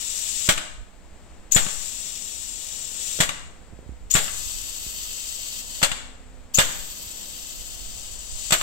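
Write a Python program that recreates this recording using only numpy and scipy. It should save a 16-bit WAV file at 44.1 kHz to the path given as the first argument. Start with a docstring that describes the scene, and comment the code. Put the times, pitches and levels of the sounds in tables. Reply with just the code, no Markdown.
"""In a workshop, close to a pneumatic actuator that is switched back and forth by hand; a phone with two
unlike microphones. Each stroke is a tick, a noise blast with a damped sine thump, and a rebound.
In one position the valve squeaks open (gliding tones) and leaks (filtered noise).
The phone moves from the actuator to the pipe flange, so the hiss shifts between the microphones.
Behind lie the room's echoes, the shop drone with distant machines, and a draught."""
import sys
import numpy as np
from scipy import signal
from scipy.fft import rfft, irfft, next_fast_len
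from scipy.io import wavfile
from scipy.ndimage import uniform_filter1d

SR = 44100
rng = np.random.default_rng(int(sys.argv[2]) if len(sys.argv) > 2 else 0)


def store_wav(level_fs):
    """Save 16-bit WAV to argv[1]."""
    pcm = np.round(np.clip(np.atleast_2d(level_fs), -1, 1) * 32767)
    wavfile.write(sys.argv[1], SR, pcm.T.astype(np.int16))


N = 380141  # length in samples

# spectrum of rushing air before tilt and level: (f/Hz, relative density/dB)
BLAST_SPECTRUM = [(60, -56), (200, -58), (600, -51.5), (1100, -53), (2000, -50.5), (3300, -51),
                  (5000, -55.5), (7600, -51), (11000, -58.5), (16000, -62)]
# modes of the actuator housing: (f/Hz, width/Hz, relative level/dB)
BODY = [(160, 81, 9.5), (600, 77, 2), (1144, 82, 3), (1600, 260, 3), (2000, 85, 0), (2490, 33, -4),
        (2820, 63, 6), (3530, 300, 3.5), (4400, 150, -4.5)]


def body_power(hz):
    """Summed resonance power of the housing modes at each frequency."""
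    return sum(gain_of(2 * db) / (1 + (2 * (hz - f) / width) ** 2) for f, width, db in BODY)


def blow(db, pan_db, t60, thump_db, treble_db, low_hz=30, rise=0.0011):
    """A clumpy burst of air that also rings the housing, over one low swing of pressure."""
    t = np.arange(SR // 4) / SR
    shape = (1 - np.exp(-t / rise)) * gain_of(-60 * t / t60)
    shape *= gain_of(2.2 * wander(len(t), 600))
    shape *= 1 + 1.12 * np.exp(-t / 0.0026)  # the crack of metal on metal leads
    noise = rng.standard_normal((3, len(t)))
    air = shape * pair(noise, 0.3) * np.sqrt(SR / 2)

    def burst_db(hz):
        ringing_db = 10 * np.log10(1.0 + 0.62 * body_power(hz))
        return read(BLAST_SPECTRUM, hz) + ringing_db + treble_db * hz / (hz + 5000)

    burst = passed(colour(air, burst_db), "high", low_hz)
    thump = -1.12 * gain_of(thump_db) * np.sin(2 * np.pi * 165 * t) * np.exp(-t / 0.003)
    return (gain_of(db) * burst + thump) * sides(pan_db)


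# the piston slams home:
# (t/s, air level/dB, left over right/dB, t60/s, relative thump level/dB, treble tilt/dB)
BLASTS = [(.488, 0.5, -1.5, 0.14, -5.5, -1.5), (1.561, -2, -2.5, 0.17, -6.5, -3.5),
          (3.202, 0, -2, 0.16, -7, -4), (4.151, -3, -3.5, 0.21, -8, -1), (5.827, 2, 1, 0.13, -10, -2),
          (6.585, -2.5, -5, 0.18, -7.5, 2), (8.5215, 1, -4.5, 0.11, -17, 0)]


def blasts(rig):
    """Air bursts out as the piston slams home."""
    for s, *row in BLASTS:
        add(rig, s, blow(*row, rise=0.0019))


# the spool just ahead of each blast: (t/s, air level/dB, treble tilt/dB)
TICKS = [(.477, -9, -24), (1.548, -15, 1), (3.189, -9, -19), (4.142, -14.5, 12), (5.816, -1, -27),
         (6.576, -8, -5), (8.506, -7, 2)]


def ticks(rig):
    """The spool ticks: very short, centred bursts with little thump."""
    for s, db, treble_db in TICKS:
        add(rig, s, blow(db, 0, 0.036, -30.5, treble_db))


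# band of the housing that a rebound excites: (lower f/Hz, upper f/Hz)
KNOCK_BAND_HZ = [910, 3300]
KNOCK_DAMPING = 2.6  # times the free decay rate: the piston holds the housing


def knock(db, pan_db):
    """A rebound strikes the housing: a short ring of its middle modes."""
    t = np.arange(SR // 20) / SR
    ring = 0
    for f, width, mode_db in BODY:
        phase = 2 * np.pi * (f * t + rng.random((2, 1)) * 0.18)  # differs between the microphones
        ring = ring + gain_of(mode_db) * np.sin(phase) * np.exp(-np.pi * width * KNOCK_DAMPING * t)
    ring = passed(ring * np.clip(t / 0.0004, 0, 1), "band", KNOCK_BAND_HZ)
    return gain_of(db) * ring * sides(pan_db)


# the piston comes back off its stop: (t/s, air level/dB, left over right/dB, relative thump level/dB)
REBOUNDS = [(.577, 0.5, 1, -26), (1.665, -7.5, 9, -13.5), (1.687, -13, 0, -44), (3.291, 3, 2.7, -23.5),
            (4.279, -10, -1, -32), (5.9158, 0.5, 1, -21), (6.689, -17, -1.1, -28), (6.711, -27, 0.1, -37),
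            (8.611, -10, -10, -37)]


def rebounds(rig):
    """The piston rebounds: a short burst with little body, and a knock of the housing."""
    for s, db, pan_db, thump_db in REBOUNDS:
        add(rig, s, blow(db, pan_db, 0.02, thump_db, -9.5, low_hz=910))
        add(rig, s, knock(db - 21, pan_db))


def squeak(length, db, start_hz, end_hz):
    """A whistle that slides quickly to its pitch, with an octave overtone and an unsteady level."""
    t = np.arange(SR // 50) / SR
    glide_hz = end_hz + (start_hz - end_hz) * np.exp(-t / 0.001)
    phase = 2 * np.pi * np.cumsum(glide_hz) / SR
    shape = np.clip(t / 0.00032, 0, 1) * np.exp(-np.clip(t - length, 0, None) / 0.000098)
    shape *= 1 + 0.35 * wander(len(t), 700)
    tone = np.sin(phase) + gain_of(-8.5) * np.sin(2 * phase)
    return gain_of(db) * shape * tone * sides(3.4)


# the spool seal: (t/s, length/s, level of the fundamental/dB, start f/Hz, end f/Hz)
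SQUEAKS = [(1.5197, 0.0042, -8, 4630, 6860), (1.547, 0.0041, -10.5, 7800, 7020),
           (1.554, 0.0077, -18, 6950, 7080), (4.109, 0.0032, -10.5, 5350, 7000),
           (4.114, 0.0026, -15, 6700, 6750), (4.139, 0.0052, -11, 7330, 7190),
           (6.547, 0.0074, -13, 6060, 6740), (6.5715, .0045, -14.5, 7500, 7130)]


def squeaks(rig):
    """The spool seal whistles as it slides."""
    for s, *row in SQUEAKS:
        add(rig, s, squeak(*row))


# each opening of the valve: (opens t/s, first lift of the leak/dB,
# time for that dB lift to fall to a thousandth/s, shuts t/s)
VALVE = [(-.02, 5.5, 0.81, 0.48), (1.509, 11, 0.2, 3.244), (4.097, 7, 0.31, 5.828), (6.535, 14, 0.35, 8.68)]
# spectrum of the leaking air before level: (f/Hz, relative density/dB)
LEAK_SPECTRUM = [(700, -59.5), (1500, -57), (2350, -47.5), (2700, -36.5), (3400, -38), (4000, -40),
                 (4650, -42.5), (5100, -40), (6500, -36.5), (7600, -36.5), (10000, -43.5), (12000, -49),
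                 (14000, -49.5), (16000, -42)]
# flow through the open port, swelling as the hand presses to shut it: (t/s, level/dB)
FLOW = [(0.0, -34.5), (0.36, -29.5), (0.45, -29), (1.72, -33.5), (2.2, -36), (2.94, -36), (3.06, -31),
        (3.16, -31), (4.32, -35), (4.45, -34), (4.68, -37.5), (5.61, -36.5), (5.64, -42), (5.75, -37.5),
        (6.8, -41), (8.26, -41), (8.44, -36)]
# how the phone faces the jet:
# (t/s, left over right before a fixed -3 dB shift/dB, top band level/dB, top band centre f/Hz)
FACING = [(0.0, 4.5, -5, 13200), (3.2, 4.5, -1.5, 13900), (4.35, 2, 1.5, 12400), (4.7, 0.5, 4.5, 13100),
          (4.95, -1, 8, 13900), (5.25, -0.3, 4, 14100), (5.7, 0, 3.5, 13600), (6.9, -1, 9.5, 13800),
          (7.65, 0, 5.5, 13700), (7.9, 1.5, 5, 14400), (8.44, 2.5, -3, 13700)]
# bands that the flange throws back: (f/Hz, width/Hz, level/dB)
FLANGE = [(3170, 270, -11), (4620, 230, -1.5)]
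FLANGE_S, FLANGE_RISE_S = 4.35, 0.3  # the phone comes over the flange
LOW_DB = 4  # lift of the low hiss/dB
# extra lift at each opening but the first/dB, time for it to fall to a thousandth/s, its build-up time/s
LOW_RUSH_DB, LOW_RUSH_T60, LOW_RUSH_RISE_S = 7, 0.83, 0.052


def leak():
    """Air hissing through the open port; its colour shifts as the phone turns."""
    t = np.arange(N) / SR
    level_db, = curves(FLOW)
    pan_db, top_db, top_hz = curves(FACING)
    flow, low_db = np.zeros(N), LOW_DB
    for opens, rush_db, t60, shuts in VALVE:
        held = (t > opens) & (t < shuts)
        since = np.clip(t - opens, 0, None)
        rush = gain_of(rush_db * gain_of(-60 * since / t60))  # the lift in dB dies away
        flow += held * rush * np.clip(since / 0.01, 0, 1) ** 2
        low_rise = np.clip(since / LOW_RUSH_RISE_S, 0, 1) ** 4
        low_rush_db = LOW_RUSH_DB * gain_of(-60 * since / LOW_RUSH_T60)
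        low_db = low_db + held * (opens > 0) * low_rise * low_rush_db
    noise = hiss(lambda hz: read(LEAK_SPECTRUM, hz), channels=3)
    flutter_db = 1.0 * wander(N, 190) + 0.14 * wander(N, 28)
    jet = pair(noise, 0.41) * gain_of(level_db + flutter_db)
    low = passed(jet, "low", 3150, order=4)
    # reflections off the flange lift a band that slides
    top = resonate(resonate(jet, top_hz, 2450), top_hz, 2450)
    bands = sum(gain_of(db) * resonate(jet, np.full(N, hz), width) for hz, width, db in FLANGE)
    bands *= np.clip((t - FLANGE_S) / FLANGE_RISE_S, 0, 1)
    coloured = jet + (gain_of(low_db) - 1) * low + gain_of(top_db) * top + bands
    return flow * coloured * sides(pan_db - 3.0)


# one bright spit: (air level/dB, left over right/dB, t60/s, relative thump level/dB, treble tilt/dB)
SPIT = (-34, 12, 0.045, -48, 21)


def spits(rig):
    """Air spits brightly 9.8 ms after each opening but the first."""
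    for opens, *_ in VALVE[1:]:
        add(rig, opens + 0.0098, blow(*SPIT))


def bump(db, length):
    """A dull knock in the case that swings back slowly, mostly at the right microphone."""
    t = np.arange(SR // 8) / SR
    dip = -np.sin(np.pi * np.clip(t / length, 0, 1)) ** 2
    after = np.clip(t - length, 0, None)
    swing = 190 * length * np.sin(2 * np.pi * 59 * after) * np.exp(-after / 0.028)
    return gain_of(db) * (dip + swing) * np.array([[0.5], [1.5]])


# the hand shifting on the phone: (t/s, level before the left-right split/dB, length of the dip/s)
BUMPS = [(3.725, -33, 0.0025), (3.734, -32, 0.0036), (3.79, -30, 0.002), (3.828, -35, 0.0021),
         (3.862, -34, 0.0039), (3.892, -25, 0.0033), (3.922, -33, 0.0033), (4.865, -32, 0.0029)]


def bumps(case):
    """The hand shifts on the phone and knocks its case, without any room."""
    for s, *row in BUMPS:
        add(case, s, bump(*row))


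# decay of the room's tail: (f/Hz, t60/s)
ROOM = [(150, 0.54), (1000, 0.68), (3000, 0.57), (8000, 0.56), (14000, 0.32)]


def room(x):
    """Direct sound, close reflections off the rig and a tail that builds up from the far walls.
    All change as the phone moves, and the other microphone becomes the nearer one."""
    size, lag, total = next_fast_len(N + SR), np.arange(SR) / SR, 0
    moved = np.clip((np.arange(N) / SR - 4.2) / 0.093, 0, 1) * np.pi / 2
    places = (np.cos(moved), (0, 14)), (np.sin(moved), (10, 0))  # share, direct delays in samples
    for share, direct in places:
        # sparse echoes of random sign, one in every 20 samples
        taps = np.zeros((2, SR))
        at = np.arange(20, SR - 20, 20) + rng.integers(0, 20, (2, (SR - 21) // 20))
        np.put_along_axis(taps, at, rng.choice([-1., 1.], at.shape), 1)
        early = taps * gain_of(-60 * lag / 0.086)
        gathering = 1 - np.exp(-(lag / 0.072) ** 2)
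        hz, s, z = signal.stft(taps * gathering, SR, nperseg=256)
        decay = gain_of(-60 * s / read(ROOM, hz)[:, None])
        late = signal.istft(z * decay, SR, nperseg=256)[1][:, :SR]
        path = gain_of(-2.0) * early / np.linalg.norm(early[0])
        path = path + gain_of(-14.0) * late / np.linalg.norm(late[0])
        path = passed(path, "high", 217)  # little bass returns
        path[(0, 1), direct] = 1
        total = total + rfft(x * share, size) * rfft(path, size)
    return irfft(total, size)[:, :N] * gain_of(-2.0)


# workshop drone before its drift: (f/Hz, density/dB per Hz)
SHOP = [(60, -71), (120, -79), (190, -74.5), (250, -80.5), (330, -83), (600, -83), (1200, -90.5),
        (2000, -93), (4000, -100), (5500, -102), (7600, -99), (9000, -103), (12000, -120)]
# distant machines: (mean f/Hz, level before its drift/dB)
HUM = [(253.0, -61), (317.6, -66.5), (441.4, -72.5), (506.0, -66), (694.4, -71.5)]


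def drone():
    """Steady noise of the workshop, partly shared by both microphones, with drifting hums."""
    a, b, c = hiss(lambda hz: read(SHOP, hz), channels=3)
    mix = np.array([0.68 * a + 0.73 * b, 0.58 * a + 0.59 * c]) * gain_of(1.0 * wander(N, 2.4))
    for hz, db in HUM:
        level = gain_of(db + 3.6 * wander(N, 1.3))
        mix += level * np.sin(2 * np.pi * np.cumsum(hz + 1.49 * wander(N, 3.85)) / SR)
    return mix


# spectrum of the draught before its gusts: (f/Hz, relative density/dB)
RUMBLE = [(5, -8), (20, -10.5), (40, -5.5), (65, -15), (90, -18.5), (150, -35), (400, -74)]
# swell of the draught: (t/s, level/dB)
GUSTS = [(0.0, -55.5), (0.72, -51), (1.22, -56.5), (1.63, -48.5), (2.04, -55.5), (3.0, -58.5), (3.29, -49),
         (3.77, -56.5), (4.34, -45), (5.2, -55), (6.3, -53.5), (6.65, -50.5), (7.28, -56.5), (7.8, -48),
         (8.62, -48)]


def draught():
    """Gusty low rumble, independent at each microphone and stronger at the right."""
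    gust_db = curves(GUSTS)[0] + 1.56 * wander(N, 18)
    rumble = hiss(lambda hz: read(RUMBLE, hz), channels=2)
    return rumble * gain_of(gust_db) * gain_of([[-1.5], [1.5]])


def gain_of(db):
    """Decibels to amplitude."""
    return 10 ** (np.asarray(db) / 20)


def read(points, hz):
    """A spectrum table read on a log-frequency axis."""
    f, value = np.transpose(points)
    return np.interp(np.log(hz + 1), np.log(f + 1), value)


def curves(rows):
    """Columns of a table joined by straight lines in time."""
    s, *columns = np.transpose(rows)
    return [np.interp(np.arange(N) / SR, s, c) for c in columns]


def add(mix, s, sound):
    """Mixes a stereo sound in at time s."""
    part = mix[:, round(s * SR):][:, :sound.shape[1]]
    part += sound[:, :part.shape[1]]


def colour(x, db_at):
    """Causal minimum-phase filter whose gain in dB is db_at(Hz)."""
    log_gain = np.log(gain_of(db_at(abs(np.fft.fftfreq(8192, 1 / SR)))))
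    taps = np.fft.ifft(np.exp(log_gain - 1j * signal.hilbert(log_gain).imag)).real[:4096]
    return signal.oaconvolve(np.atleast_2d(x), taps[None], axes=-1)[:, :x.shape[-1]]


def hiss(db_at, channels=1):
    """Full-length noise with the given density in dB per Hz."""
    size = next_fast_len(N)
    white = rfft(rng.standard_normal((channels, size))) * np.sqrt(SR / 2)
    return irfft(white * gain_of(db_at(np.fft.rfftfreq(size, 1 / SR))), size)[:, :N]


def wander(count, hz):
    """Random drift with standard deviation 1: noise averaged twice over 1/hz seconds."""
    width = round(SR / hz)
    x = uniform_filter1d(uniform_filter1d(rng.standard_normal(count), width), width)
    return x / x.std()


def sides(pan_db):
    """Gains of both microphones when the right one is shaded by pan_db."""
    return np.vstack([np.ones_like(pan_db), gain_of(-pan_db)])


def pair(own, alike):
    """Two noises that share the third: a wide jet sounds only partly alike at both microphones."""
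    return np.sqrt(alike) * own[2] + np.sqrt(1 - alike) * own[:2]


def resonate(x, hz, width):
    """Shifts the curve hz down to zero, smooths, and shifts back: a moving resonance of gain 1."""
    turn = np.exp(2j * np.pi * np.cumsum(hz) / SR)
    r = np.exp(-np.pi * width / SR)
    return 2 * (turn * signal.lfilter([1 - r], [1, -r], x * turn.conj())).real


def passed(x, kind, hz, order=2):
    """Butterworth filter."""
    return signal.sosfilt(signal.butter(order, hz, kind, fs=SR, output="sos"), x)


def scene():
    """Everything that reaches the two microphone ports."""
    rig, case = leak(), drone() + draught()
    for play in (blasts, ticks, rebounds, spits, squeaks):
        play(rig)
    bumps(case)
    return room(rig) + case


# left port, with a sharp peak: (f/Hz, gain/dB)
LEFT_MIC = [(100, -5.5), (400, -1.5), (4000, 3), (5500, 3), (6500, 3), (7200, 8.5), (7700, 10.5),
            (8200, 7.5), (8700, 3.5), (9200, 1), (11000, -5.5), (13000, -5.5), (16000, -11)]
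# right port, with a deep valley under a higher peak: (f/Hz, gain/dB)
RIGHT_MIC = [(100, -1), (400, -1), (3400, 0), (4500, -1.5), (6500, -12.5), (7400, -23), (8500, -20.5),
             (10300, -20), (11800, 0), (13500, 1), (15000, -11), (16000, 2)]


def record(dry):
    """Each port's colour, a slow swing of the left after loud sound, self-noise, soft clipping, band limit."""
    left = colour(dry[0], lambda hz: read(LEFT_MIC, hz))[0]
    right = colour(dry[1], lambda hz: read(RIGHT_MIC, hz))[0]
    swing = passed(left ** 2, "band", [2.6, 11.0])  # follows the signal's power
    self_noise = rng.standard_normal(dry.shape) * gain_of([[-70.5], [-68.5]])
    offset = [[-0.0024], [-0.0005]]
    mix = np.array([left - 1.57 * swing, right]) + self_noise + offset
    mix = 0.97 * np.tanh(mix / 0.97)
    band_limit = signal.firwin(511, 15800, window=("kaiser", 9), fs=SR)
    return signal.oaconvolve(mix, band_limit[None], "same")


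dry = scene()
out = record(dry)
store_wav(out)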